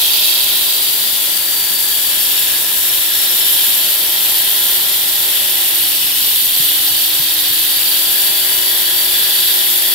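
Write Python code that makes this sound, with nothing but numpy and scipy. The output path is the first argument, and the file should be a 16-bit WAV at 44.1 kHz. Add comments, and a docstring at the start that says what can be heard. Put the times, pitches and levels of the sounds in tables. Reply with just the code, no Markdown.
"""At a masonry wall, close up: a wall chaser grinds a groove while an extractor draws air through its shroud.
Diamond grit scratches the stone and rings shroud and discs; a rubbing disc makes single modes sing.
A spray of dust hisses, pulsing once per disc turn. Motor and gears hum underneath and sag as the cut
bites deeper; the tool gives two dull bumps, each followed by a fainter one."""
import sys
import numpy as np
from scipy import signal
from scipy.fft import rfft, irfft, next_fast_len
from scipy.io import wavfile

SR = 44100
rng = np.random.default_rng(int(sys.argv[2]) if len(sys.argv) > 2 else 0)


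def dump(signal):
    """Clip the signal to [-1, 1] and save it as 16-bit WAV at the path in sys.argv[1]."""
    limited = np.clip(np.atleast_2d(signal).T, -1, 1)
    pcm = np.round(limited * 32767).astype(np.int16)
    wavfile.write(sys.argv[1], SR, pcm)


N = 438354
TIME_S = np.arange(N) / SR
FFT_SIZE = next_fast_len(N + 4096)
FREQ_HZ = np.maximum(np.arange(FFT_SIZE // 2 + 1) * SR / FFT_SIZE, 1)
CRUISE_HZ, GEAR_RATIO = 340, 10 / 33   # nominal motor speed; disc turns per motor turn


def from_db(db):
    """Decibels to gain."""
    return np.exp(np.asarray(db) * (np.log(10) / 20))


def unit_mid(pair):
    """Scale a stereo pair so that its mid has rms 1."""
    return pair / np.sqrt(np.mean(pair.mean(0) ** 2) + 1e-20)


def curves(rows):
    """Rows of (time_s, values...) to one per-sample curve per value."""
    time_s, *columns = np.transpose(rows)
    return [np.interp(TIME_S, time_s, column) for column in columns]


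def stereo_gain(rows):
    """Rows of (freq_hz, left_db, right_db) to gains per FFT bin."""
    hz, *sides = np.transpose(rows)
    return from_db([np.interp(np.log(FREQ_HZ), np.log(hz), side) for side in sides])


def bell(hz, centre_hz, width_hz):
    """Resonance curve of height 1."""
    return 1 / (1 + (2 * (hz - centre_hz) / width_hz) ** 2)


def shaped(x, gain):
    """Filter by a gain per FFT bin."""
    return irfft(rfft(x, FFT_SIZE) * gain, FFT_SIZE)[..., :N]


def resonate(x, hz, width_hz):
    """Resonator applied twice: pointed top, steep skirts."""
    section = np.concatenate(signal.iirpeak(hz, hz / width_hz, fs=SR))
    return signal.sosfilt([section, section], x)


def drift(rate_hz):
    """Slow random wander, standard deviation 1."""
    hop, settle = 40, 2000
    pole = np.exp(-2 * np.pi * rate_hz * hop / SR)
    noise = rng.standard_normal(N // hop + settle + 2)
    slow = signal.lfilter([1], [1, -2 * pole, pole * pole], noise)[settle:]
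    return np.interp(np.arange(N) / hop, np.arange(len(slow)), slow / slow.std())


def spread(pair, correlation):
    """Mix two independent signals into correlated left and right."""
    mid = np.sqrt((1 + correlation) / 2) * pair[0]
    side = np.sqrt((1 - correlation) / 2) * pair[1]
    return np.array([mid + side, mid - side])


def pan(pair, pan_db):
    """Shift the balance; positive is left."""
    return pair * from_db(pan_db * np.array([[.5], [-.5]]))


def swing(curve):
    """Deviation from the mean."""
    return curve - curve.mean()


def grit(rate_per_s, size_db):
    """Two streams of tiny fractures of uneven size, rms 1."""
    sizes = from_db(size_db * np.minimum(rng.exponential(1, (2, N)), 6))
    clicks = sizes * rng.standard_normal((2, N)) * (rng.random((2, N)) < rate_per_s / SR)
    return clicks / clicks.std()


def reflections(pair, echo_db, wander_s, count):
    """Add short echoes off wall, glove and floor; the paths change as the hands move."""
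    out = pair.copy()
    for side in range(2):
        for lag_s in rng.uniform(.0015, .006, count):
            delay_s = np.interp(TIME_S, np.arange(11), lag_s + wander_s * rng.standard_normal(11))
            out[side] += from_db(echo_db) * np.interp(TIME_S - delay_s, TIME_S, pair[side], left=0)
    return out


def extractor(overspeed_hz):
    """Turbulent air drawn through shroud and hose; the spinning discs stir it further."""
    # air rush spectrum: freq_hz, left_db, right_db
    air = [(25, -26, -28), (55, -12.5, -17), (100, -3.5, -12), (250, -3.5, -10), (450, -2.5, -9.5),
           (910, -1.5, -3.5), (1200, -3, -8.5), (1530, -3, -3.5), (2220, -2, -1), (4320, 5, -4.5),
           (8000, -25, -37)]
    rush = shaped(spread(rng.standard_normal((2, N)), correlation=0.31), stereo_gain(air))
    return unit_mid(rush) * from_db(-29.5 + 0.0134 * overspeed_hz + .4 * drift(5))


def drive(motor_turns, overspeed_hz, tilt):
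    """Imbalance hum and gear whine, each line fluttering; the whine fades as the speed sags."""
    # motor and gear lines: motor_order, added_disc_order, left_db, right_db
    lines = [(0, 1, -52.5, -56.2), (0, 3, -53.9, -56.3), (0, 4, -49.6, -55.6), (0, 5, -57.0, -55.3),
             (0, 6, -52.9, -48.9), (0, 9, -52.5, -51.7), (0, 13, -55.6, -62), (0, 17, -52.1, -51.4),
             (0, 18, -53.5, -48.5), (0, 20, -59.0, -50.1), (0, 21, -56.4, -49.7), (0, 23, -52.1, -50.8),
             (0, 30, -42.5, -44.4), (0, 36, -43.0, -40.7), (1, 0, -42.9, -47.6), (1, 2, -57.1, -58.4),
             (1, 5, -54.0, -56.5), (2, -1, -54.6, -50.3), (2, 0, -57.0, -54.5), (2, 1, -49.7, -50.0),
             (2, 2, -51.7, -51.7), (2, 3, -53.2, -52.4), (4, 0, -50.3, -51.0), (10, 0, -38.1, -41.0)]
    # imbalance hum: time_s, motor_db, disc_db
    imbalance = [(0, -43.5, -54), (1.0, -49.5, -58.5), (5.7, -44, -54), (6.4, -47, -51), (6.7, -44, -52.5),
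                 (8.6, -41.5, -53), (9.94, -42.5, -52.5)]
    motor_db, disc_db = curves(imbalance)
    hum_db = {(1, 0): motor_db, (0, 1): disc_db}
    whine_db = 3.5 + 0.3 * np.minimum(overspeed_hz, 0)
    out = np.zeros((2, N))
    for motor_order, disc_order, left_db, right_db in lines:
        order = motor_order + disc_order * GEAR_RATIO
        phase = 2 * np.pi * (order * motor_turns + rng.random()) + 0.22 * np.sqrt(order) * drift(6.3)
        line = from_db([[left_db], [right_db]]) * np.sin(phase)
        if (motor_order, disc_order) in hum_db:
            out += unit_mid(line) * from_db(hum_db[motor_order, disc_order] + 0.9 * drift(2.2))
        else:
            # tilting the tool brings a gear housing resonance forward
            facing_db = 1 + 11.5 * bell(order * CRUISE_HZ, centre_hz=760, width_hz=100)
            out += line * from_db(whine_db + facing_db * swing(tilt) + 2.34 * drift(2.1))
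    return out


def bumps():
    """Dull thuds of the tool that die within a few cycles."""
    # thuds: start_s, level_db, pitch_hz, t60_s
    thuds = [(6.598, -21, 160, 0.063), (6.9, -26, 130, .05), (7.197, -17, 135, 0.033),
             (7.502, -28, 130, .06)]
    out = np.zeros(N)
    for start_s, level_db, pitch_hz, t60_s in thuds:
        age_s = np.clip(TIME_S - start_s, 0, 1)
        onset = 1 - np.exp(-age_s * pitch_hz * 2)
        out += from_db(level_db - 60 * age_s / t60_s) * onset * np.sin(2 * np.pi * pitch_hz * age_s)
    return out


def dust(disc_rad, fine_db, tilt, coarse_pan_db, fine_pan_db):
    """Dust flung off the rim hisses; the discs run slightly out of true, so it pulses once a turn."""
    # hiss spectrum: freq_hz, left_db, right_db
    hiss = [(4800, -19.3, -9.1), (5700, -6.1, -14.2), (6600, -8.8, -24.8), (7500, -7.1, -19.4),
            (8800, -4.4, -10.2), (10200, -3.8, -10.2), (11200, -3.9, -3.5), (13000, -0.5, 0.0),
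            (14500, -1.1, -1.2), (15700, -1.9, -9.4)]
    # narrow resonances in the hiss: centre_hz, width_hz, tilt0_db, tilt1_db
    peaks = [(7214, 284, 7.2, 6.4), (7770, 121, 4.2, 2.6), (8187, 296, 0.5, 1.8), (9354, 239, 4.3, 4.0),
             (9947, 249, 5.7, 3.7), (10638, 335, 4.8, 6.4), (11451, 224, 2.2, 6.0), (12426, 273, 4.2, 4.6),
             (12720, 141, 0.8, 1.7), (13897, 197, 2.2, 5.0)]
    pulse = 1 + .105 * np.sin(disc_rad)
    spray = spread(grit(rate_per_s=36000, size_db=0.1), correlation=0.027)
    spray = spray * pulse * from_db(0.6 * drift(29))
    # the resonances change with tool angle and stand out more in a stronger spray
    tilt0_db = sum(db * bell(FREQ_HZ, hz, width_hz) for hz, width_hz, db, _ in peaks)
    tilt1_db = sum(db * bell(FREQ_HZ, hz, width_hz) for hz, width_hz, _, db in peaks)
    ringing = (1 - tilt) * shaped(spray, from_db(tilt0_db)) + tilt * shaped(spray, from_db(tilt1_db))
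    spray = spray + (ringing - spray) * (1.1 + 0.49 * swing(fine_db))
    low_cut_hz, split_hz = 5000, 10300
    tone = stereo_gain(hiss) / np.sqrt(1 + (low_cut_hz / FREQ_HZ) ** 16)
    fine_share = 1 / (1 + (split_hz / FREQ_HZ) ** 30)
    coarse = pan(unit_mid(shaped(spray, tone * (1 - fine_share))), swing(coarse_pan_db))
    fine = pan(unit_mid(shaped(spray, tone * fine_share)), swing(fine_pan_db))
    return coarse * from_db(-25 + 0.2 * swing(fine_db)) + fine * from_db(fine_db)


def squeals(scratches):
    """A disc rubs unevenly in the groove: one mode of disc or shroud swells, flutters and dies away."""
    # rubs: start_s, length_s, level_db, pitch_hz, pan_db
    rubs = [(0.0, 0.42, -29, 3250, -5), (0.0, 0.34, -34.5, 2650, -3), (0.0, 0.58, -32, 3830, -4),
            (0.0, .42, -39.5, 5460, -31), (0.075, 0.091, -24, 4660, -27), (0.627, 0.58, -33, 4770, 6),
            (1.28, 0.61, -27.5, 4625, 6), (1.3, 2.4, -40, 1682, -2.5), (2.3, 1.1, -33, 3710, 1),
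            (2.8, 1.5, -28, 12700, 4), (3.4, 1.1, -32, 3160, 4), (4.2, .25, -35, 4500, 4),
            (5.5, 1.1, -31, 9250, 8), (6.148, 1.37, -32, 4520, -15), (6.2, 0.59, -26, 13880, 3),
            (7.65, 1.8, -29, 4584, -3), (8.0, 1.9, -29, 3406, 3)]
    attack_s, release_s = 0.061, 0.3
    out = np.zeros((2, N))
    for start_s, length_s, level_db, pitch_hz, pan_db in rubs:
        span = slice(int(start_s * SR), int((start_s + length_s + 1) * SR))
        age_s = TIME_S[span] - start_s
        swell = np.clip(age_s / attack_s, 0, 1) * np.exp(-np.maximum(age_s - length_s, 0) / release_s)
        mode = pan(resonate(scratches[:, span], pitch_hz, width_hz=133), pan_db)
        out[:, span] += unit_mid(mode) * swell * from_db(level_db + drift(8.4)[span])
    return out


def grinding(disc_rad, overspeed_hz, grind_db, pan_db):
    """Grit scratches the stone in uneven bites and rings the shroud and the discs."""
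    # shroud and disc modes: centre_hz, width_hz, left_db, right_db
    modes = [(1660, 165, -16, -13.5), (1943, 260, -18.5, -13), (2682, 600, -7.5, -8.5),
             (2976, 204, -0.5, -4), (3208, 230, -0.5, -8.5), (3434, 420, -1.5, -2.5),
             (3820, 1120, -8, -0.5), (4535, 440, 2, 4), (5000, 100, -8.5, -5.5), (5420, 204, -0.5, -45)]
    bite = from_db(0.68 * drift(51) + 0.36 * drift(29)) * (1 + 0.049 * np.sin(disc_rad))
    scratches = spread(grit(rate_per_s=11000, size_db=1.9), correlation=0.31)
    shroud, discs, rasp = np.zeros((3, 2, N))
    for hz, width_hz, left_db, right_db in modes:
        feed = np.roll(scratches, rng.integers(N), axis=1) * bite   # each mode meets other grains
        mode = resonate(feed, hz, width_hz) * from_db([[left_db], [right_db]]) * from_db(1.3 * drift(1))
        if hz < 2300:
            shroud += mode
        elif 4350 < hz < 4750:
            discs += mode
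        else:
            rasp += mode
    # the shroud gets louder as the groove grows
    shroud = unit_mid(shroud) * from_db(-42.5 + 0.8146 * TIME_S + 0.0436 * overspeed_hz)
    discs = unit_mid(discs) * from_db(-31.5 + 0.2 * swing(grind_db))
    rasp = pan(unit_mid(rasp), swing(pan_db)) * from_db(grind_db)
    # a bright edge fades as the listener backs away
    edge = unit_mid(resonate(scratches, hz=6150, width_hz=1800)) * from_db([[-9], [2]])
    closeness = np.exp(-(TIME_S / 0.6) ** 2)
    return shroud + rasp + discs + squeals(scratches) + edge * closeness * from_db(-32)


def scene():
    """One motor speed turns gears and discs; the cut sets the rasp and the dust."""
    # motor speed, sagging where the discs bite deeper: time_s, speed_hz
    speed = [(0.0, 348.3), (0.44, 353.7), (1.98, 331.8), (2.42, 343.6), (2.64, 338.4), (3.74, 349.1),
             (4.18, 341.0), (4.4, 348.4), (5.06, 343.7), (5.5, 350.4), (6.16, 303.3), (6.38, 302.7),
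             (6.82, 322.2), (7.7, 318.5), (8.36, 349.7), (8.8, 352.9), (9.68, 352.3), (9.94, 345.9)]
    # how hard the discs cut: time_s, grind_db, spray_db
    cut = [(0.0, -20, -16.5), (1.61, -27, -17.5), (2.38, -22.5, -16), (2.66, -25.5, -17),
           (2.94, -23.0, -16), (3.08, -24.5, -17), (3.57, -20.5, -15.5), (4.13, -23.5, -17.5),
           (4.34, -23, -16.2), (4.97, -23, -17), (5.39, -22, -16.5), (6.16, -23, -17), (6.37, -23, -16.5),
           (7.28, -22.5, -17), (7.98, -21.5, -16.5), (9.03, -23.5, -16.5), (9.66, -22, -16),
           (9.94, -23.5, -16.5)]
    # tool aim, tilt 0-1 between two angles: time_s, tilt, grind_pan_db, coarse_pan_db, fine_pan_db
    aim = [(0, 0.8, -5.5, 6.3, 3.5), (1.0, 0.1, -4, 8.9, 3.5), (2.6, 0, -1.5, 9.5, 1),
           (4.4, 1, 0.5, 7.9, -0.2), (7.0, 1, -1.5, 8, -.6), (8.0, 0.9, -3, 7.8, 3),
           (9.94, 1, -0.5, 6.8, 1)]
    speed_hz, = curves(speed)
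    grind_db, spray_db = curves(cut)
    tilt, grind_pan_db, coarse_pan_db, fine_pan_db = curves(aim)
    motor_turns = np.cumsum(speed_hz) / SR
    overspeed_hz = speed_hz - CRUISE_HZ
    disc_rad = 2 * np.pi * GEAR_RATIO * motor_turns
    rasp = grinding(disc_rad, overspeed_hz, grind_db, grind_pan_db)
    hiss = dust(disc_rad, spray_db, tilt, coarse_pan_db, fine_pan_db)
    rasp = reflections(rasp, echo_db=-22, wander_s=40e-6, count=3)
    hiss = reflections(hiss, echo_db=-16, wander_s=25e-6, count=4)
    return extractor(overspeed_hz) + drive(motor_turns, overspeed_hz, tilt) + bumps() + hiss + rasp


def record(dry):
    """Clip at full scale, then low-pass steeply."""
    cutoff_hz, transition_hz = 15750, 100
    low_pass = np.clip((cutoff_hz - FREQ_HZ) / transition_hz + .5, 0, 1)
    return shaped(np.clip(dry, -1, 1), low_pass)


dry = scene()
out = record(dry)
dump(out)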